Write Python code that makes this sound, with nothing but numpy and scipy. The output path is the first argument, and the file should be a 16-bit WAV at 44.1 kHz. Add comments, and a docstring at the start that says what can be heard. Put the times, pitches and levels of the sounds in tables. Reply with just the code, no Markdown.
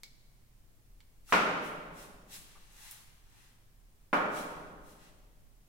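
"""In a bare, echoing classroom, small glass beakers are set down twice on a wooden table.
Each landing knocks the table top and sets the room ringing. The glass ticks as it is handled,
and skids faintly on the wood. Clothes and soles brush softly around the knocks,
over the hush of the air and the low rumble of a hand-held microphone."""
import sys
import numpy as np
from scipy import signal
from scipy.fft import rfft, irfft, next_fast_len
from scipy.io import wavfile

SR = 44100
rng = np.random.default_rng(int(sys.argv[2]) if len(sys.argv) > 2 else 0)


def unload_wav(signal):
    """Save mono or channel-first audio to the path in sys.argv[1] as 16-bit WAV at rate SR, clipped to [-1, 1]."""
    wavfile.write(
        sys.argv[1],
        SR,
        np.round(np.clip(np.atleast_2d(signal).T, -1, 1) * 32767).astype(np.int16),
    )


N = 250488
TIME = np.arange(N) / SR
TAIL_TIME = TIME[:2 * SR]   # the room rings for up to 2 s

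# How long the room takes to fade by 60 dB: pitch_hz, fade_s
ROOM_FADE = [(100, 3.9), (200, 2.02), (500, 1.764), (1200, 1.4), (2500, 1.303), (5000, 1.12), (9000, 0.83),
             (15000, 0.79)]
# How alike the two sides sound in the room (1 = the same, 0 = unrelated): pitch_hz, likeness
SIDE_LIKENESS = [(35, 0.73), (70, 1), (140, 0.91), (290, 0.84), (640, 0.49), (1400, -0.22), (3000, .02),
                 (15000, -0.082)]
# Notes that ring between the walls: pitch_hz, level_db
ROOM_NOTES = [(166, -51.5), (289, -49.5), (315, -47.5), (411, -46), (606, -43.5), (757, -48), (919, -44),
              (1041, -49.5), (1235, -39), (1291, -56.5), (1338, -49.5), (1411, -54.5), (1581, -52),
              (1711, -50.5), (1813, -61.5), (1901, -57), (2236, -56), (2348, -54.5)]
# Tone of the still air, from bass to treble: pitch_hz, level_db
AIR_TONE = [(35, -44.5), (60, -12), (129, -4), (152, -11), (291, -17.5), (433, -21), (486, -22.5),
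            (1420, -27), (1830, -27.5), (3580, -31), (15500, -30.5)]
# Tone of rubbing clothes and soles: pitch_hz, level_db
BRUSH_TONE = [(350, -28.5), (800, -4.5), (1500, -4.5), (3400, -4), (5000, -6.5), (10000, -5),
              (15500, -13.5)]
# Strokes of clothes and soles: peak_s, level_db, width_s, treble_db
BRUSH_STROKES = [(1.324, -50.5, 0.058, 6), (1.657, -62.5, 0.051, 11.5), (2.003, -52, 0.07, 0.5),
                 (2.341, -53, 0.051, 9.5), (2.563, -61, 0.24, -14), (2.869, -52.5, 0.17, 1.5),
                 (3.398, -60, 0.17, -5.5), (4.379, -43, 0.071, -3), (4.893, -65, 0.083, 5),
                 (5.04, -57.5, .092, -8.5)]
# Skids of a beaker on the wood: start_s, length_s, level_db, pitch_hz
BEAKER_SKIDS = [(1.29, .035, -59, 1390), (2.554, .021, -64, 1170)]
# Light touches on the glass: start_s, level_db, click_hz, ring_db
GLASS_TICKS = [(0.0341, -29, 4340, -18), (1.005, -46, 3000, -13), (2.912, -27, 10300, -45),
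               (2.921, -33.5, 11160, -27)]
# Notes of a held beaker: multiple_of_glass_hz, level_db, fade_s
GLASS_NOTES = [(.6, -13, 0.0078), (1, 4.5, 0.02), (1.95, -2.5, 0.008), (3.26, -8, 0.013)]
# Tone of the table top under a hard blow: pitch_hz, level_db
TABLE_TONE = [(50, -38), (120, -15), (180, -6), (300, -6.5), (600, -2), (1000, -2.5), (1350, 3), (1750, -5),
              (2400, -7), (3300, -15.5), (4400, -22.5), (6000, -25.5), (10500, -37), (15000, -48)]
# Notes that ring in the table top: pitch_hz, level_db, fade_s
TABLE_NOTES = [(303, -59, 0.091), (629.8, -56.5, 0.19), (1120, -46, 0.044), (1394, -49.5, 0.032),
               (1470, -56.5, 0.062), (1820, -67, .06), (2264, -60, .09)]
# Beaker landings, each with a wall echo: start_s, level_db, treble_db, echo_delay_s, echo_db
BEAKER_LANDINGS = [(1.3242, 10, 2.5, .0183, -5.5), (4.1298, 7.5, -8, 0.0049, 3.5)]
# Tone of the rumble from the hand on the microphone: pitch_hz, level_db
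RUMBLE_TONE = [(12, -3.0), (24, -12), (36, 1.5), (50, -27), (80, -18), (250, -77.5), (1000, -100)]


def from_db(db):
    """Turn decibels into a number to multiply by."""
    return 10 ** (np.asarray(db) / 20)


def at_hz(table, hz):
    """Read a table between its rows, giving every octave equal space."""
    known_hz, values = np.transpose(table)
    return np.interp(np.log(np.maximum(hz, 1)), np.log(known_hz), values)


def add(track, sound, start_s):
    """Mix a sound into the track at its start time."""
    start = int(round(start_s * SR))
    track[..., start:start + sound.shape[-1]] += sound[..., :N - start]


def low_pass(sound, corner_hz, order):
    """Dull a sound above the corner pitch."""
    return signal.sosfilt(signal.butter(order, corner_hz, fs=SR, output="sos"), sound)


def ring(hz, fade_s, t, phase=0):
    """A pure note that drops by 60 dB in fade_s."""
    return np.sin(2 * np.pi * hz * t + phase) * np.exp(-np.log(1000) * t / fade_s)


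def click(hz, t):
    """A sharp contact of height 1 that dies within six cycles."""
    pulse = np.diff(ring(hz, 6 / hz, t), prepend=0)
    return pulse / np.abs(pulse).max()


def all_around_spectrum(size):
    """Noise arriving from all sides: left and right are alike in the bass, unrelated in the treble."""
    hz = np.fft.rfftfreq(size, 1 / SR)
    mid, side = rfft(rng.standard_normal((2, size)))
    alike = np.clip(at_hz(SIDE_LIKENESS, hz), -1, 1)
    return hz, np.sqrt((1 + alike) / 2) * mid + np.sqrt((1 - alike) / 2) * side * [[1], [-1]]


def noise(tone):
    """Stereo noise with the given tone and an average strength (rms) of 1."""
    hz, white = all_around_spectrum(next_fast_len(N))
    shaped = irfft(white * from_db(at_hz(tone, hz)))[:, :N]
    return shaped / np.sqrt(np.mean(shaped ** 2) + 1e-20)


def classroom(tail_db, early_db, early_s):
    """Echoes off the bare room: a quick early cluster, then a tail in which the bass lasts longest."""
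    hz, white = all_around_spectrum(len(TAIL_TIME))
    bands_hz = np.geomspace(60, 16000, 14)
    echoes = 0
    for band_hz, share in zip(bands_hz, np.eye(len(bands_hz))):
        band = irfft(white * np.interp(hz, bands_hz, share))
        echoes = echoes + band * np.exp(-np.log(1000) * TAIL_TIME / at_hz(ROOM_FADE, band_hz))
    build_up = np.clip(TAIL_TIME / .0015, 0, 1)
    return echoes * build_up * (from_db(tail_db) + from_db(early_db) * np.exp(-TAIL_TIME / early_s))


def through(sound, echoes):
    """Play a sound through the room's echoes."""
    return signal.fftconvolve(np.atleast_2d(sound), echoes, axes=-1)


def room_air():
    """The steady hush of a still room."""
    return from_db(-67) * noise(AIR_TONE)


def hand_rumble(level_db=-59.5, waver_db=1, wavers_per_s=2.5):
    """The hand holding the microphone makes a low rumble that wavers by chance."""
    rumble = noise(RUMBLE_TONE)
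    waver = np.interp(TIME * wavers_per_s, np.arange(64), rng.standard_normal(64))
    return from_db(level_db + waver_db * waver) * rumble


def clothes_and_soles(rise_share=.55):
    """Dry rubbing swells and fades with each stroke, and the room carries it on."""
    rubbing = noise(BRUSH_TONE)
    dull = low_pass(rubbing, corner_hz=3480, order=1)
    treble = rubbing - dull
    strokes = 0
    for peak_s, level_db, width_s, treble_db in BRUSH_STROKES:
        slope_s = width_s * np.where(TIME < peak_s, rise_share, 1 - rise_share)
        swell = np.exp(-.5 * ((TIME - peak_s) / slope_s) ** 2)
        strokes = strokes + from_db(level_db) * swell * (dull + from_db(treble_db) * treble)
    echoes = classroom(tail_db=-35.5, early_db=-27, early_s=.014)
    echoes /= np.sqrt(np.sum(echoes ** 2) / 2)   # smear the strokes but keep their strength
    return through(strokes, echoes)[:, :N]


def beaker_skids(slips_per_s=700, wood_fade_s=.01):
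    """The base sticks and slips in quick, uneven jerks that keep one note of the table ringing."""
    out, t = np.zeros((2, N)), TIME[:SR // 10]
    for start_s, length_s, level_db, pitch_hz in BEAKER_SKIDS:
        slipping = (rng.random(len(t)) < slips_per_s / SR) & (t < length_s)
        jerks = slipping * rng.standard_normal(len(t))
        rub = signal.fftconvolve(jerks, ring(pitch_hz, wood_fade_s, t))
        strength = np.sqrt(np.sum(rub ** 2) / (length_s * SR) + 1e-20)
        skid = from_db(level_db) * rub / strength
        add(out, skid, start_s)
        add(out, through(skid, classroom(tail_db=-39.5, early_db=-33.5, early_s=.012)), start_s)
    return out


def glass_ticks(glass_hz=2250):
    """A touch makes the glass click and ring, and the fingers soon stop the ringing."""
    out, t = np.zeros((2, N)), TIME[:SR // 10]
    glass = sum(from_db(db) * ring(multiple * glass_hz, fade_s, t) for multiple, db, fade_s in GLASS_NOTES)
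    for start_s, level_db, click_hz, ring_db in GLASS_TICKS:
        contact = from_db(level_db) * click(click_hz, t)
        ringing = from_db(level_db + ring_db) * glass
        add(out, contact + ringing, start_s)
        into_room = contact + from_db(-2.5) * ringing   # the hand shields the ring from the room
        add(out, through(into_room, classroom(tail_db=-39, early_db=-27.5, early_s=.016)), start_s)
    return out


def room_ringing(level_db, build_s):
    """Notes between the walls swell and die slowly; high ones reach the two sides out of step."""
    out = 0
    for hz, note_db in ROOM_NOTES:
        alike = np.clip(at_hz(SIDE_LIKENESS, hz), -1, 1)
        apart = np.arccos(alike) / 2 * rng.choice([-1, 1])
        phase = rng.uniform(0, 2 * np.pi) + apart * np.array([[1], [-1]])
        out = out + from_db(note_db + level_db) * ring(hz, at_hz(ROOM_FADE, hz), TAIL_TIME, phase)
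    return out * (1 - np.exp(-TAIL_TIME / build_s))


def table_top(treble_db, t, corner_hz=2040):
    """Struck wood gives a sharp rap and rings briefly; a softer blow has less treble."""
    size = len(t)
    hz = np.fft.rfftfreq(size, 1 / SR)
    tone_db = at_hz(TABLE_TONE, hz) + treble_db * hz ** 4 / (hz ** 4 + corner_hz ** 4)
    # Pack this tone into the most sudden pulse possible (minimum phase).
    cepstrum = irfft(np.log(from_db(tone_db)))
    cepstrum[1:size // 2] *= 2
    cepstrum[size // 2 + 1:] = 0
    rap = irfft(np.exp(rfft(cepstrum)))
    return rap + sum(from_db(db) * ring(pitch_hz, fade_s, t) for pitch_hz, db, fade_s in TABLE_NOTES)


def beaker_knocks(click_db=-49.5, click_hz=10020):
    """A landing beaker clicks and knocks the table top, which sets the room ringing."""
    out, t = np.zeros((2, N)), TIME[:8192]
    for start_s, level_db, treble_db, echo_delay_s, echo_db in BEAKER_LANDINGS:
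        knock = -from_db(level_db) * table_top(treble_db, t)
        # The top sends its treble upward, past the microphone.
        direct = from_db(1.5) * low_pass(knock, corner_hz=3480, order=2)
        add(out, direct, start_s)
        add(out, from_db(echo_db) * direct, start_s + echo_delay_s)
        add(out, through(knock, classroom(tail_db=-24, early_db=-25, early_s=.051)), start_s)
        add(out, room_ringing(level_db=2.5, build_s=.0043), start_s)
        base_click = from_db(level_db + click_db) * click(click_hz, t)
        add(out, base_click, start_s)
        add(out, through(base_click, classroom(tail_db=-23, early_db=-20.5, early_s=.032)), start_s)
    return out


def scene():
    """All the sounds together; the knocks lean a little right, the brushing a little left."""
    leftward = np.array([[1], [-1]])
    knocks = from_db(-.35 * leftward) * beaker_knocks()
    ticks = glass_ticks()
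    brushing = from_db(.45 * leftward) * clothes_and_soles()
    return knocks + ticks + brushing + hand_rumble() + room_air() + beaker_skids()


def record(dry):
    """The very highest treble is cut off steeply."""
    cutoff_hz = 15800
    return signal.sosfilt(signal.ellip(10, .1, 80, cutoff_hz, fs=SR, output="sos"), dry)


dry = scene()
out = record(dry)
unload_wav(out)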